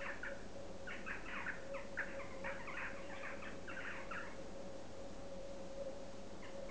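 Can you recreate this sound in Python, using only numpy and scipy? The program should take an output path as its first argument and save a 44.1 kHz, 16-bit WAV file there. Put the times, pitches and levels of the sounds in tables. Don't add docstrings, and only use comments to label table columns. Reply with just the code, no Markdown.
import sys
import numpy as np
from scipy import signal
from scipy.fft import rfft, irfft
from scipy.io import wavfile
from scipy.ndimage import map_coordinates

SR = 44100
rng = np.random.default_rng(int(sys.argv[2]) if len(sys.argv) > 2 else 0)


def master_out(mix):
    frames = np.transpose(np.atleast_2d(mix))
    ceiling = np.clip(frames, -1, 1)
    pcm = np.round(ceiling * 32767).astype(np.int16)
    wavfile.write(sys.argv[1], SR, pcm)


N = 295470
TIME = np.arange(N) / SR


def from_db(db):
    return 10 ** (np.asarray(db) / 20)


def rms_one(x):
    return x / np.sqrt(np.mean(x ** 2) + 1e-20)


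def drift(rate, size=N):
    knots = rng.standard_normal(int(size / SR * 4000) + 8)
    return map_coordinates(knots, [np.arange(size) / SR * min(rate, 3900)], order=3, mode="mirror")


def band(x, low_hz, high_hz, order=2):
    return signal.sosfilt(signal.butter(order, [low_hz, high_hz], "band", fs=SR, output="sos"), x + 1e-18)


def resonance(source, hz, width_hz):
    turn = np.exp(2j * np.pi * np.cumsum(hz) / SR)
    lowpass = signal.butter(2, width_hz / 2, fs=SR, output="sos")
    return np.real(turn * signal.sosfilt(lowpass, source / turn))


def coloured_noise(spectrum):
    hz, db = np.transpose(spectrum)
    bin_hz = np.maximum(np.arange(N // 2 + 1) * SR / N, 1)
    gain = from_db(np.interp(np.log(bin_hz), np.log(hz), db, left=-60, right=-60))
    return rms_one(irfft(rfft(rng.standard_normal(N)) * gain, N))


def wavering(hz, waver_hz, rate):
    return np.sqrt(2) * np.sin(2 * np.pi * np.cumsum(hz + waver_hz * drift(rate)) / SR)


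def add(track, start, sound):
    at = int(np.clip(start * SR, 0, N - 1))
    track[at:at + len(sound)] += sound[:N - at]


# frequency in Hz, relative level in dB.
RUMBLE_EQ = [(26, -24), (31, -5), (36, 6), (52, -7.5), (70, -7.5), (155, -10), (190, 1.5), (235, -5),
             (300, -3.5), (700, -9), (1000, -15), (1600, -21.5), (3000, -32)]


def outdoor_rumble():
    rumble = from_db(-54 + 0.35 * drift(8)) * coloured_noise(RUMBLE_EQ)
    drone = from_db(-67) * wavering(hz=90.5, waver_hz=4.04, rate=15)
    return rumble + drone


# frequency in Hz, relative level in dB.
HISS_EQ = [(1000, -2), (3000, 1), (5000, 0), (6800, -1), (7800, -5), (8600, -11.5), (9300, -21.5),
           (9800, -29.5)]


def camera_hiss(whine_hz=6667):
    hiss = from_db(-65.5 + 0.41 * drift(18)) * coloured_noise(HISS_EQ)
    whine = from_db(-85.5) * np.sqrt(2) * np.sin(2 * np.pi * whine_hz * TIME)
    return hiss + whine


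# time in seconds, level in dB.
HUM_FADER = [(0.0, -49.5), (0.23, -60), (0.32, -47.5), (0.43, -67), (0.54, -53), (1.25, -60), (1.65, -56.5),
             (1.76, -42.5), (1.87, -58), (2.02, -49), (2.1, -58.1), (2.17, -46), (2.3, -59), (2.46, -48),
             (2.62, -56), (3.21, -52.5), (3.7, -59), (3.77, -51.5), (3.84, -56.5), (4.72, -52),
             (4.9, -60.5), (4.99, -48.5), (5.16, -60.7), (5.32, -50.5), (5.73, -54), (5.81, -43.5),
             (5.96, -51), (6.41, -61), (6.59, -47.5), (6.69, -55)]


def hum(hz=548.5, wander_db=1.5):
    level_db = np.interp(TIME, *np.transpose(HUM_FADER)) + wander_db * drift(18)
    flutter = rms_one(band(rng.standard_normal(N), hz - 28, hz + 28))
    tone = wavering(hz, waver_hz=8.89, rate=30)
    return from_db(level_db) * (0.72 * tone + 0.42 * flutter)


def from_perch(call, level_db, echoes_per_s=700, trunks_t60_s=0.27, wood_t60_s=0.9):
    size = int(0.7 * SR)
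    t = TIME[:size]
    hits = (rng.random(size) < echoes_per_s / SR) * rng.standard_normal(size)
    trunks = hits * np.clip((t - 0.004) / 0.012, 0, 1) * from_db(-60 * t / trunks_t60_s)
    wood = rng.standard_normal(size) * np.clip(t / 0.041, 0, 1) * from_db(-60 * t / wood_t60_s)
    path = (from_db(-5.5) * rms_one(trunks) + from_db(-10) * rms_one(wood)) / np.sqrt(size)
    path *= from_db(-0.26 * (level_db + 44.5))
    path[0] = 1
    return from_db(level_db) * signal.fftconvolve(call, path)


def effort(length, attack, release, sag_db):
    t = np.arange(int((length + release) * SR)) / SR
    gate = np.clip(t / attack, 0, 1) * np.clip((length + release - t) / (2 * release), 0, 1)
    return t / length, np.sin(gate * np.pi / 2) ** 2 * from_db(-sag_db * t / length)


# start in seconds, length in seconds, level in dB, opening pitch in Hz.
OVERTONE_CUES = [(3.035, 0.032, -66, 2900), (3.152, 0.037, -64.5, 3450), (3.437, 0.017, -60, 3240),
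                 (6.437, 0.022, -62, 2930)]


def high_overtones(width_hz=380, sink=0.073):
    out = np.zeros(N)
    for start, length, level_db, hz in OVERTONE_CUES:
        progress, pressure = effort(length, attack=0.0088, release=0.015, sag_db=2.5)
        breath = rng.standard_normal(len(progress))
        voice = resonance(breath, hz * np.exp(-sink * progress), width_hz)
        add(out, start, from_perch(pressure * rms_one(voice), level_db))
    return out


# multiple of the throat pitch, width in Hz, gain in dB.
FORMANTS = [(0.618, 363, -3.5), (0.959, 462, 2.5), (1.328, 447, 0.5)]


def rasp(length, level_db, throat_hz, pulse_hz=520, jitter=0.12, air=0.47, sink=0.22):
    progress, pressure = effort(length, attack=0.007, release=0.011, sag_db=1.5)
    size = len(progress)
    sweep = np.exp(-sink * (np.minimum(progress, 1) - 0.5))
    cycles = np.cumsum(pulse_hz * sweep * np.exp(jitter * drift(400, size))) / SR
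    slaps = np.diff(np.floor(cycles), prepend=0) * from_db(2.2 * rng.standard_normal(size))
    source = rms_one(slaps) + air * rng.standard_normal(size)
    voice = sum(from_db(db) * resonance(source, multiple * throat_hz * sweep, width_hz)
                for multiple, width_hz, db in FORMANTS)
    return from_perch(0.84 * pressure * rms_one(voice), level_db)


# start in seconds, length in seconds, level in dB, throat pitch in Hz.
RASP_CUES = [(2.078, 0.076, -55.5, 1800), (3.019, 0.042, -63, 2050), (3.153, .081, -56.5, 1860)]


def faint_rasps():
    out = np.zeros(N)
    for start, length, level_db, throat_hz in RASP_CUES:
        add(out, start, rasp(length, level_db, throat_hz))
    return out


def glide(length, first_hz, fall_octaves, level_db, bend=0.6, knee_hz=1356, pure_above_db=-48):
    progress, pressure = effort(length, attack=0.0036, release=0.0073, sag_db=1.5)
    curve = np.expm1(-bend * progress) / np.expm1(-bend)
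    glide_hz = first_hz * 2 ** (-fall_octaves * curve)
    trembling_hz = glide_hz * (1 + 0.024 * drift(588, len(progress)))
    phase = 2 * np.pi * np.cumsum(trembling_hz) / SR
    overtone_db = 0.5 - 75 * np.maximum(np.log2(glide_hz / knee_hz), 0)
    overtone_db -= 1.44 * max(level_db - pure_above_db, 0)
    overtones = np.sin(2 * phase) + from_db(-9) * np.sin(3 * phase)
    tremolo = 1 + 0.18 * drift(468, len(progress))
    voice = (np.sin(phase) + from_db(overtone_db) * overtones) * tremolo
    return from_perch(1.32 * pressure * voice, level_db)


# start in seconds, length in seconds, opening pitch in Hz,
# fall in octaves (negative rises), level in dB.
WHISTLE_CUES = [ (1.078, 0.015, 1530, -0.017, -43), (1.352, 0.034, 1329, 0.33, -47.5),
                (1.401, 0.023, 1058, 0.24, -51), (1.738, 0.055, 1391, 0.68, -53),
                (2.069, .026, 1168, 0.46, -64), (2.189, 0.034, 1302, 0.41, -53),
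                (2.304, 0.038, 1133, 0.24, -60), (2.442, 0.032, 853, -0.19, -49),
                (2.509, 0.034, 1783, 0.31, -52), (2.59, .040, 1070, 0.28, -56),
                (2.671, 0.036, 1306, 0.42, -49), (2.961, 0.037, 1278, 0.3, -58.5),
                (3.093, 0.047, 963, 0.31, -57), (3.128, 0.039, 1064, -0.18, -57.5),
                (3.244, 0.028, 1161, 0.17, -53.5), (3.885, 0.032, 1900, .52, -49.5),
                (3.918, 0.072, 1294, .57, -57), (3.993, 0.025, 1104, 0.016, -58.5),
                (4.148, .040, 1886, .5, -45), (4.182, .030, 1897, 0.21, -49.5),
                (4.233, 0.033, 997, 0.13, -60), (4.266, 0.019, 1135, .11, -57.5),
                (6.687, 0.017, 1158, 0.21, -57.5)]


def whistles():
    out = np.zeros(N)
    for start, length, first_hz, fall_octaves, level_db in WHISTLE_CUES:
        add(out, start, glide(length, first_hz, fall_octaves, level_db))
    return out


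# start in seconds; the yelp's length in seconds, opening pitch in Hz, fall in
# octaves and level in dB; the cry's length in seconds and level in dB; the rasp's length in seconds,
# level in dB and throat pitch in Hz.
TCHAK_CUES = [ (0.000, 0.0067, 1450, 0.12, -47.5, 0.057, -53, 0.066, -49.5, 2010),
              (0.056, 0.021, 1276, 0.56, -47.5, 0.03, -44, 0.036, -50, 1740),
              (0.229, .014, 1630, 0.22, -41, 0.04, -46, 0.033, -50, 1700),
              (0.870, 0.03, 1645, 0.3, -45.5, 0.015, -49, 0.057, -47.5, 2110),
              (1.062, 0.028, 1334, 0.093, -50.5, 0.029, -46, 0.074, -47, 1810),
              (1.256, 0.02, 1370, 0.076, -55, .022, -57, 0.073, -47.5, 1960),
              (1.332, .021, 1513, 0.13, -47, .02, -56, 0.079, -49, 1800),
              (1.462, .011, 1657, 0.25, -39, 0.03, -41.5, 0.034, -47, 1680),
              (1.972, 0.0097, 1630, .2, -38, 0.034, -38, 0.0359, -45.5, 1640),
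              (2.438, .018, 1216, 0.21, -54, .042, -57, 0.059, -45, 1670),
              (2.738, 0.025, 1375, -0.12, -49.5, 0.0091, -50, 0.074, -44.5, 1820),
              (2.79, 0.037, 1393, 0.52, -55, 0.043, -48, 0.059, -49, 1770),
              (3.229, .016, 1260, 0.096, -50, 0.029, -49.5, .096, -51, 1660),
              (3.419, 0.025, 1380, 0.355, -53, 0.038, -52.5, 0.036, -51.5, 1950),
              (3.675, 0.03, 1677, 0.35, -48, 0.023, -64, 0.053, -52.5, 2010),
              (3.765, .034, 1628, 0.18, -45, .015, -56, 0.081, -50.5, 2010),
              (3.847, .018, 1363, -0.18, -46.5, 0.019, -46.5, 0.13, -53.5, 1950),
              (4.108, 0.022, 1422, 0.19, -42, .009, -44, 0.026, -45.5, 1900),
              (6.423, 0.015, 1111, 0.247, -55.5, 0.022, -58, 0.021, -60, 2120)]


def tchaks(cry_hz=1890, cry_octaves_per_s=10, break_s=0.003023):
    out = np.zeros(N)
    for start, yelp_s, yelp_hz, fall, yelp_db, cry_s, cry_db, rasp_s, rasp_db, throat_hz in TCHAK_CUES:
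        yelp_end = start + yelp_s
        add(out, start, glide(yelp_s, yelp_hz, fall, yelp_db))
        add(out, yelp_end + break_s, glide(cry_s, cry_hz, cry_octaves_per_s * cry_s, cry_db, bend=-0.46))
        add(out, yelp_end, rasp(rasp_s, rasp_db, throat_hz))
    return out


def scene():
    flock = band(whistles() + tchaks() + faint_rasps(), low_hz=637, high_hz=2820, order=7)
    return (flock + high_overtones() + outdoor_rumble() + camera_hiss() + hum())[None, :]


def record(dry, cutoff_hz=9800, dc_offset=-0.0042):
    high_cut = signal.ellip(10, 0.1, 80, cutoff_hz, fs=SR, output="sos")
    return signal.sosfilt(high_cut, dry) + dc_offset


dry = scene()
out = record(dry)
master_out(out)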